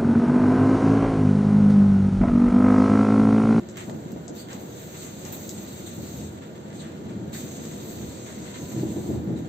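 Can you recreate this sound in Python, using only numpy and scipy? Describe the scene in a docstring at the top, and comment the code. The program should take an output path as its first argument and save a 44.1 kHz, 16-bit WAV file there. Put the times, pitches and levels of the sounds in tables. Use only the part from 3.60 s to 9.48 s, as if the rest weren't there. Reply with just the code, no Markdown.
"""A straw-bedded barn of brick and sheet steel, heard on a spaced stereo pair at the edge of the pen.
A calf drinks from a self-filling water bowl: the valve hisses and sprays while its muzzle presses
the ticking, rasping paddle. Hooves rustle the straw; dull thuds are probably hooves on the floor.
Behind it a low rumble, probably wind on the sheeting, swells in the barn's resonances, loose sheets
knock, and a faint motor hums in the steady air of the yard."""
import sys
import numpy as np
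from scipy import signal
from scipy.fft import rfft, irfft
from scipy.io import wavfile
from scipy.ndimage import uniform_filter1d

SR = 44100
rng = np.random.default_rng(int(sys.argv[2]) if len(sys.argv) > 2 else 0)


def output_pcm(signal):
    """Save a mono or channel-first signal as 16-bit PCM at the path in sys.argv[1].

    Samples are clipped to [-1, 1] before scaling.
    """
    pcm = np.clip(np.atleast_2d(signal).T, -1, 1) * 32767
    wavfile.write(sys.argv[1], SR, np.round(pcm).astype(np.int16))


N = 259308
TIME = np.arange(N) / SR
HZ = np.maximum(np.arange(N // 2 + 1) * SR / N, 1)
MIC_LAG_S = .0005   # travel time from one microphone to the other

# resonances of the valve body: (centre [Hz], width [Hz], lift [dB])
VALVE_MODES = [(1960, 160, 3.5), (2950, 450, -2), (3800, 300, 4.5), (4190, 70, 2), (6800, 110, 3),
               (7020, 200, -2), (7440, 150, 3.5), (7640, 70, 9), (7760, 120, -3), (8130, 90, 2),
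               (12980, 100, 4), (13610, 90, 4), (14210, 80, 3), (14400, 100, 4), (14940, 100, 3)]
# resonances of the barn: (centre [Hz], width [Hz], lift [dB])
BARN_MODES = [(57, 10, -5.5), (89.7, 6.1, 4.5), (112, 14, -2.5), (123.4, 15, 8), (157, 9.3, 8.5),
              (205.2, 25, 5), (240, 8, -3), (322.7, 9.8, 6.5), (375, 7.9, -2), (670, 14, 3)]


def drinker():
    """The jet hisses in the valve body, spatters on the bowl and breaks into fine, spluttering spray."""
    # the muzzle holds the paddle down: (time [s], length [s], jet [dB], spray [dB], closing time [s])
    presses = [(0.178, .05, -48.5, -57, 0.18), (0.735, 0.079, -47.5, -49.5, 0.019),
               (0.872, 1.776, -49.5, -55.5, 0.07), (3.12, .1, -55.5, -68, 0.017),
               (3.716, 1.843, -49.5, -57.5, 0.036), (5.76, 0.033, -55, -60, 0.022)]
    # how fully the water runs in the long draughts: (time [s], jet gain [dB], spray gain [dB])
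    flow = [(1.08, -6, -6), (1.24, -0.5, 0), (1.33, -1, -1), (1.44, 2, 0), (1.55, -1.5, -5),
            (1.66, 2.5, 0.5), (1.76, 0, 4.5), (1.87, 1.5, 2.5), (2.0, 0.5, -0.5), (2.2, 0.5, -2.5),
            (2.37, -3.5, -6), (2.5, -0.5, 0), (2.65, -0.5, -4), (3.77, 5.5, 5), (3.87, 0, 0),
            (3.98, 1.5, -2.5), (4.17, 0, -1.5), (4.31, 0, 3), (4.55, -1, -5), (4.75, -1.5, -6),
            (4.95, 0, -4.5), (5.08, 0, 0.5), (5.3, -.5, -1.5), (5.53, -4, -4.5)]
    # spectra of the jet, the spray and the spatter on the bowl: (frequency [Hz], level [dB])
    jet_spectrum = [(900, -6.5), (1900, -9), (2500, -6.5), (3700, -5.5), (4650, -5), (4900, -11.5),
                    (5950, -9), (6200, 1), (8450, -3), (8700, -22.5), (9300, -63.5)]
    spray_spectrum = [(10500, -50.5), (11300, -45), (11650, 9), (12700, 9), (13100, 8), (15450, 10),
                      (16000, -29)]
    spatter_spectrum = [(1500, -25.5), (3000, -3), (4300, -10), (5100, -9), (6300, -7), (7700, 0.5),
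                        (8450, -3), (8900, -57)]
    # the jet surges as it catches air: (time [s], level [dB], rise [s], decay [s])
    surges = [(1.36, -62, .012, 0.022), (1.722, -51, .006, 0.028), (1.79, -67, .01, .02),
              (1.977, -53, .004, 0.011), (3.729, -52, 0.0088, .035)]
    # sharp spits at the nozzle: (time [s], level [dB], rise [s], decay [s])
    spits = [(.169, -49, 0.0009, 0.006), (.518, -53.5, .0015, 0.0039), (1.7225, -42, .001, 0.018),
             (1.892, -50, 0.00088, 0.0066), (2.258, -58, .012, .015), (3.729, -59, 0.0032, 0.038),
             (5.641, -60, .001, 0.0039)]
    dribble_jet_db, dribble_spray_db = -64.5, -70.5   # the released valve keeps dribbling

    drops = .22 * from_side(grains(per_s=63, spread_db=1))
    jet = diffuse() + .5 * from_side(grains(per_s=2000, spread_db=2)) + drops / 2
    spray = diffuse() + .35 * from_side(grains(per_s=290, spread_db=-4)) + drops
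    jet = walled(colour(jet, jet_spectrum, VALVE_MODES), spread_db=1.7, width_hz=32)
    spray = walled(colour(spray, spray_spectrum, VALVE_MODES), spread_db=1.7, width_hz=32)
    impacts = barn_echo(from_side(grains(per_s=130, spread_db=3)))
    spatter = from_db(-15) * colour(impacts, spatter_spectrum)

    splutter = from_db(.6 * drift(rate_hz=14))   # uneven flow moves jet and spray together
    flicker = from_db(1.5 * drift(rate_hz=25))
    start, length, jet_db, spray_db, closing = np.transpose(presses)
    jet_flow_db, spray_flow_db = in_time(flow)
    jet_flow = valve(zip(start, length, jet_db, closing)) * from_db(jet_flow_db)
    spray_flow = valve(zip(start, length, spray_db, closing)) * from_db(spray_flow_db)
    jet_level = np.hypot(from_db(dribble_jet_db), jet_flow) * splutter + bursts(surges)
    spray_level = np.hypot(from_db(dribble_spray_db), spray_flow) * splutter * flicker + bursts(spits)
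    return (swelling(jet) + spatter) * jet_level * pan(.3) + spray * spray_level * pan(-2.5)


def valve(presses, open_s=.031):
    """Envelope of the flow: each press opens the valve quickly, holds it and lets it close."""
    flow = np.zeros(N)
    for start, length, db, closing in presses:
        opening = np.clip((TIME - start) / open_s, 0, 1)
        flow += from_db(db) * opening * np.exp(-np.maximum(TIME - start - length, 0) / closing)
    return flow


def swelling(jet):
    """Each band of the jet's hiss swells and sinks by itself."""
    # bands of the jet's resonances: (centre [Hz])
    centres = [2000, 3500, 4400, 6500, 7700]
    spectrum = rfft(jet)
    bands = (irfft(spectrum * np.interp(HZ, centres, weights), N) for weights in np.eye(len(centres)))
    return sum(band * from_db(1.4 * drift(rate_hz=9)) for band in bands)


def paddle_rasps_and_hiss_swell():
    """Grainy noise rings one resonance at a time, some sliding, over a bright, dry hiss."""
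    # at 1.33 s the valve's hiss swells and brightens briefly; the other rows are slips of the paddle:
    # (time [s], level [dB], rise [s], decay [s], centre [Hz], width [Hz], slide [Hz/s])
    events = [(.171, -49, 0.017, .035, 2320, 900, 0), (.762, -53, 0.035, 0.03, 4570, 380, 0),
              (.76, -55.5, 0.042, 0.058, 3600, 1200, 0), (1.33, -52, .14, 0.027, 6900, 1100, 0),
              (2.254, -50, 0.011, 0.028, 3800, 700, 0), (2.262, -52, .02, .01, 7160, 1200, 0),
              (3.183, -49.5, 0.025, 0.032, 3870, 1000, -9000), (3.735, -48.5, 0.015, 0.035, 1850, 450, 1),
              (3.733, -60, 0.02, 0.026, 4040, 800, 2), (4.935, -51.5, 0.0093, 0.037, 3700, 1190, 0),
              (5.758, -57.5, 0.0083, 0.04, 4050, 450, -7000)]
    # spectrum of the dry hiss: (frequency [Hz], level [dB])
    hiss_spectrum = [(1200, -23), (3000, -17), (4400, -17), (5100, -27), (6500, 6), (7700, 7), (8450, 10),
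                     (9000, -65)]
    noise = diffuse() + .31 * from_side(grains(per_s=800, spread_db=4))
    spectrum = rfft(noise)
    hiss = from_db(-3) * colour(noise, hiss_spectrum, VALVE_MODES)
    out = np.zeros((2, N))
    for start, db, rise, decay, hz, width, slide in events:
        band = np.exp(-np.log(2) * (2 * (HZ - hz) / width) ** 2 / 2)
        resonance = np.fft.ifft(spectrum * band, N)   # complex, so the glide can shift its pitch
        glide = np.exp(1j * np.pi * slide * (TIME - start - rise) ** 2)
        ringing = rms_one(np.real(resonance * glide))
        out += (ringing + hiss) * bursts([(start, db, rise, decay)])
    return out


def bowl_ticks():
    """Hard, well-damped contacts, probably the paddle, each with early echoes and a short tail."""
    # ticks at the bowl: (time [s], level [dB], left minus right [dB])
    ticks = [(0.088, -36, 12), (0.097, -35, 4), (0.1706, -31, 2), (.2415, -35.5, 1), (0.297, -34.5, -1),
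             (0.519, -37, 5), (0.6805, -27, 7), (.9307, -28.5, 9), (1.6518, -27, 10), (1.8926, -20, 5),
             (3.08, -45, 3), (4.053, -31, 9)]
    # what the paddle rings with: (frequency [Hz], gain [dB], time to fall 60 dB [s])
    modes = [(4200, -20, .005), (5500, -14, .002), (6800, -4, .0032), (7600, -2, .0045)]
    # echoes off bowl, sheeting and far wall: (delay [s], gain [dB], left minus right [dB])
    echoes = [(.0042, -10, 3), (.0062, -14, -3), (.0083, -13, 2), (.0158, -9, -7), (.0185, -16, 3),
              (.0208, -14, -2)]
    start, db, side_db = np.transpose(ticks)
    out = np.zeros((2, N))
    for hz, mode_db, t60 in modes:
        size = from_db(db + mode_db + rng.normal(0, 1, len(start)))
        clicks = np.zeros((2, N))
        clicks[:, (start * SR).astype(int)] = size * pan(side_db)
        for delay, echo_db, echo_side_db in echoes:
            clicks[:, ((start + delay) * SR).astype(int)] += size * from_db(echo_db) * pan(echo_side_db)
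        out += ring(clicks, hz, t60)
    out = signal.sosfilt(signal.cheby2(10, 60, 9400, "low", fs=SR, output="sos"), out)
    out = signal.sosfilt(signal.butter(4, 4000, "high", fs=SR, output="sos"), out)
    return barn_echo(out)


def straw():
    """A hoof crushes many stalks, then sinks in with a dull crunch; single stalks crackle in clumps."""
    # hooves shuffling, and weight coming down: (time [s], level [dB], rise [s], decay [s])
    steps = [(.1695, -42.5, 0.00087, 0.0061), (.172, -46.5, 0.003, 0.028), (.185, -46, .026, .018),
             (.296, -44.5, .001, 0.0048), (.888, -45, 0.026, 0.036), (1.34, -46, 0.0089, 0.019),
             (1.635, -48, 0.027, 0.036), (2.255, -51.5, 0.014, 0.038), (2.81, -53, .012, 0.048),
             (3.18, -51, 0.082, 0.084), (3.48, -56, 0.017, 0.1), (3.727, -49, 0.004, 0.063),
             (4.051, -50, .001, 0.0071), (4.66, -49.5, 0.0058, 0.13), (4.85, -51.5, 0.0059, 0.093),
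             (4.94, -47.5, 0.015, 0.027)]
    treads = [(.277, -40.5, 0.0054, 0.083), (.56, -42, .002, 0.029), (.68, -45, 0.005, 0.042),
              (.92, -47.5, 0.011, 0.19), (1.65, -49, 0.011, 0.21)]
    # spectra of rustling straw and crunching bedding: (frequency [Hz], level [dB])
    straw_spectrum = [(500, -3.5), (1100, 3), (1600, 3.5), (2100, 4), (2350, -1.5), (3000, 0.5),
                      (4100, -2.5), (5100, -12), (6300, -7.5), (7600, 0), (8450, -11.5), (9000, -70)]
    bedding_spectrum = [(150, -28), (300, 5), (600, 8), (900, 1.5), (1300, -14), (3000, -41), (8000, -61)]
    crackle = from_side(grains(per_s=1100, spread_db=3.5)) + 1.2 * diffuse()
    rustle = walled(colour(crackle, straw_spectrum), spread_db=1.4, width_hz=70)
    crunch = colour(crackle, bedding_spectrum)
    snaps = barn_echo(from_side(grains(per_s=220, spread_db=2.5)))
    stalks = colour(snaps, straw_spectrum)
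    clumps = from_db(-64 + 4 * np.minimum(drift(rate_hz=10), 2))
    return rustle * bursts(steps) + crunch * bursts(treads) + stalks * clumps


def hoof_thuds():
    """The packed floor and the pen boom briefly, probably under hooves."""
    # dull thuds: (time [s], level [dB], rise [s], decay [s])
    thuds = [(.27, -31.5, 0.01, 0.04), (.348, -33.5, 0.0036, 0.017), (.452, -36, 0.0075, 0.012),
             (.526, -30.5, .003, .012), (.558, -30, 0.0037, 0.013), (.695, -31.5, 0.0044, 0.024),
             (.945, -37.5, 0.0066, 0.027), (1.034, -35, .003, 0.016), (2.376, -29, 0.01, .022),
             (3.83, -30, .012, .016)]
    # spectrum of a thud: (frequency [Hz], level [dB])
    thud_spectrum = [(50, -33), (110, -7), (190, 2.5), (280, 4), (400, -15.5), (700, -30), (3000, -90)]
    boom = colour(diffuse(likeness=1), thud_spectrum)
    return levelled(boom, samples=900) * bursts(thuds)


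def rumble():
    """Gusts, probably wind on the sheeting, drive the barn's low resonances."""
    # spectrum of the rumble: (frequency [Hz], level [dB])
    rumble_spectrum = [(20, -46.5), (40, -33), (56, -16.5), (70, -14), (88, -6), (140, -5), (220, -0.5),
                       (370, -7), (450, -13.5), (650, -21), (900, -26), (1400, -49), (4000, -95.5)]
    # gusts on the building: (peak time [s], upper part [dB], deepest part [dB], half-length [s])
    gusts = [(0.472, -37.5, -62, 0.17), (1.68, -53, -49, 0.044), (1.97, -39.5, -57, 0.052),
             (2.42, -39, -43, 0.042), (2.61, -36.5, -41.5, 0.064), (3.184, -41.5, -54, 0.13),
             (3.6, -34.5, -47.5, 0.16), (4.117, -39, -53, 0.21), (4.432, -36.5, -40, 0.057),
             (4.81, -36.5, -65, 0.044), (5.03, -35, -45, 0.026), (5.214, -28, -46, 0.07),
             (5.355, -33.5, -42, 0.091), (5.539, -28, -36, 0.07), (5.712, -26, -38.5, 0.05),
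             (5.818, -32, -48, 0.052)]
    # rumble between gusts: (time [s], upper part [dB], deepest part [dB])
    breeze = [(0, -41, -50.5), (.6, -45.5, -52), (.85, -42, -55.5), (1.05, -40.5, -53), (1.3, -42.5, -52.5),
              (1.9, -39.5, -51), (2.75, -40.5, -47), (2.92, -42.5, -56), (3.3, -40.5, -51.5),
              (5.88, -41.5, -51.5)]
    peak, upper_db, deep_db, half = np.transpose(gusts)
    upper_breeze_db, deep_breeze_db = in_time(breeze)
    boom = colour(diffuse(likeness=.97), rumble_spectrum, BARN_MODES)
    deep = irfft(rfft(boom) / (1 + (HZ / 105) ** 16), N)
    upper_level = gusting(upper_breeze_db, zip(peak, upper_db, half))
    # the deepest air swells a little later and more briefly
    deep_level = gusting(deep_breeze_db, zip(peak + .02, deep_db, half * .88))
    upper = upper_level * levelled(boom - deep, samples=3600)
    return upper + deep_level * levelled(deep, samples=6000) * pan(-.91)


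def gusting(breeze_db, gusts):
    """Level of the wind: each gust adds a bell of power to the breeze."""
    power = sum(from_db(db) ** 2 * np.exp(-((TIME - peak) / half) ** 2) for peak, db, half in gusts)
    return np.sqrt(from_db(breeze_db) ** 2 + power)


def sheeting(drone_hz=355.4, drone_width_hz=17):
    """Dull knocks ring around 320 Hz. The early ones fall together with the hoof thuds, and the later ones come
    as loose steel sheets are buffeted. One panel drones on a single resonance."""
    # the knocks, and the panel's dying drone: (time [s], level [dB], rise [s], decay [s])
    knocks = [(.279, -41, 0.003, 0.031), (.345, -38.5, 0.0034, .025), (.526, -38, .003, 0.021),
              (.695, -37.5, 0.0045, 0.043), (5.15, -31, 0.018, 0.032), (5.228, -25, 0.0059, 0.025),
              (5.302, -32, 0.0023, 0.027), (5.36, -29, 0.0047, 0.054), (5.474, -26, 0.019, 0.027)]
    drone = [(0, -42.5, 0.018, 0.24)]
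    # spectrum of a knock: (frequency [Hz], level [dB])
    knock_spectrum = [(100, -34), (240, -25), (320, 6), (390, -4), (460, -14), (800, -19), (2000, -92)]
    sheets = colour(diffuse(likeness=.99), knock_spectrum, BARN_MODES)
    panel = irfft(rfft(diffuse(likeness=1)) / (1 + (2 * (HZ - drone_hz) / drone_width_hz) ** 2), N)
    return levelled(sheets, samples=2000) * bursts(knocks) + levelled(panel, samples=4000) * bursts(drone)


def yard_air():
    """Steady air from the yard, partly all around and partly from the barn's open side."""
    # spectrum of the air: (frequency [Hz], level [dB])
    air_spectrum = [(25, -37.5), (60, -24.5), (120, -5.5), (350, 0), (650, -4), (1100, -16.5),
                    (1500, -13.5), (2000, -20), (2400, -25), (4000, -23.5), (5200, -33.5), (7500, -23),
                    (8500, -54), (9000, -67)]
    air = diffuse(likeness=.74) + .43 * from_side(rng.standard_normal(N))
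    return from_db(-45.5) * walled(colour(air, air_spectrum), spread_db=3, width_hz=18)


def motor_hum(speed_waver=.0012, waver_db=1.8):
    """A faint motor hums in three tones, each wavering a little in pitch and level."""
    # motor tones: (frequency [Hz], gain [dB], phase lead at the right microphone [rad])
    tones = [(366, -1, 0.7), (480.3, -1, 1.33), (970, -11, 3.25)]
    # loudness of the motor: (time [s], level [dB])
    loudness = [(0, -58.5), (.9, -49), (1.5, -56), (3.6, -51.5), (4.4, -50.5), (5.5, -51), (5.88, -49.5)]
    motor_db, = in_time(loudness)
    hum = np.zeros((2, N))
    for hz, db, lead in tones:
        phase = 2 * np.pi * np.cumsum(hz * (1 + speed_waver * drift(rate_hz=2.83))) / SR
        level = from_db(motor_db + db + waver_db * drift(rate_hz=2.3))
        hum += np.sqrt(2) * level * np.sin(phase + np.array([[0], [lead]]))
    return hum


def motor_whine(roughness=.8, width_hz=24):
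    """A thin whine rises out of the hum and sinks, blurred differently at each microphone by walls."""
    # course of the whine: (time [s], pitch [Hz], level [dB])
    course = [(4.0, 975, -72), (4.4, 978, -65), (4.84, 965, -66), (4.92, 978, -61.5), (5.05, 990, -61.5),
              (5.3, 985, -61), (5.52, 975, -63), (5.7, 970, -76)]
    hz, level_db = in_time(course)
    blur = np.array([drift(width_hz) + 1j * drift(width_hz) for mic in range(2)])
    tone = np.exp(2j * np.pi * np.cumsum(hz) / SR)
    return from_db(level_db) * rms_one(np.real((1 + roughness * blur) * tone))


def barn_echo(x, t60=.1, wet_db=-2):
    """Add a scattered tail from the walls, kept short by the bedding, different at each microphone."""
    t = TIME[:SR // 2]
    tail = rng.standard_normal((2, len(t))) * from_db(-60 * t / t60)
    tail /= np.sqrt(np.sum(tail ** 2, axis=1, keepdims=True))
    return x + from_db(wet_db) * signal.fftconvolve(x, tail, axes=1)[:, :N]


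def walled(x, spread_db, width_hz):
    """Echoes off nearby hard walls leave narrow peaks and dips in the spectrum; rms 1."""
    bumps = rng.standard_normal(int(SR / width_hz))
    ripple_db = spread_db * np.interp(HZ / width_hz, np.arange(len(bumps)), bumps)
    return rms_one(irfft(rfft(x) * from_db(ripple_db), N))


def diffuse(likeness=.36):
    """Noise from all around: the spaced microphones hear it alike only at long wavelengths."""
    alike = likeness * np.sinc(2 * HZ * MIC_LAG_S)
    mid, side = rfft(rng.standard_normal((2, N)))
    return irfft(np.sqrt((1 + alike) / 2) * mid + np.sqrt((1 - alike) / 2) * side * [[1], [-1]], N)


def from_side(x):
    """Direct sound reaches the right microphone first."""
    return np.array([np.interp(TIME - MIC_LAG_S, TIME, x), x])


def pan(db):
    """Left and right gains for a level difference, positive to the left."""
    return from_db(np.array([[.5], [-.5]]) * db)


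def colour(x, spectrum, modes=()):
    """Give a sound a broad spectrum with resonances on it; rms 1."""
    hz, level_db = np.transpose(spectrum)
    shape_db = np.interp(np.log(HZ), np.log(hz), level_db)
    for centre, width, lift_db in modes:
        shape_db += lift_db / (1 + (2 * (HZ - centre) / width) ** 2)
    return rms_one(irfft(rfft(x) * from_db(shape_db), N))


def grains(per_s, spread_db):
    """Random tiny clicks of uneven size; rms 1."""
    sizes = from_db(spread_db * np.minimum(rng.exponential(1, N), 4)) * rng.choice([-1, 1], N)
    return rms_one(sizes * (rng.random(N) < per_s / SR))


def bursts(rows):
    """Envelope of bursts that rise in a straight line and die away."""
    out = np.zeros(N)
    for start, db, rise, decay in rows:
        first = int(start * SR)
        t = TIME[:min(SR, N - first)]
        attack = np.clip(t / rise, 0, 1)
        out[first:first + len(t)] += from_db(db) * attack * np.exp(-np.maximum(t - rise, 0) / decay)
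    return out


def ring(clicks, hz, t60):
    """A unit click sets a sine of height 1 ringing and dying away."""
    radius, angle = from_db(-60 / (t60 * SR)), 2 * np.pi * hz / SR
    feedback = [1, -2 * radius * np.cos(angle), radius ** 2]
    return signal.lfilter([0, np.sin(angle)], feedback, clicks + 1e-18)


def drift(rate_hz):
    """A slow random wander; rms 1."""
    return rms_one(irfft(rfft(rng.standard_normal(N)) / (1 + (HZ / rate_hz) ** 2), N))


def levelled(x, samples):
    """Even out a noise's slow level to rms 1."""
    return x / np.sqrt(uniform_filter1d(np.mean(x ** 2, axis=0), size=samples))


def in_time(rows):
    """The columns of a curve, sample by sample."""
    times, *columns = np.transpose(rows)
    return [np.interp(TIME, times, column) for column in columns]


def rms_one(x):
    """Scale so that the middle of the stereo image has rms 1."""
    return x / np.sqrt(np.mean(np.atleast_2d(x).mean(0) ** 2) + 1e-20)


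def from_db(db):
    """Decibels to gain."""
    return 10 ** (np.asarray(db) / 20)


def scene():
    """Everything that reaches the microphones at the edge of the pen."""
    background = rumble() + sheeting() + yard_air() + motor_hum() + motor_whine()
    return background + drinker() + paddle_rasps_and_hiss_swell() + hoof_thuds() + straw() + bowl_ticks()


def record(dry, cutoff_hz=15900):
    """The top of the treble is cut steeply."""
    return signal.sosfilt(signal.ellip(12, .1, 80, cutoff_hz, fs=SR, output="sos"), dry)


dry = scene()
out = record(dry)
output_pcm(out)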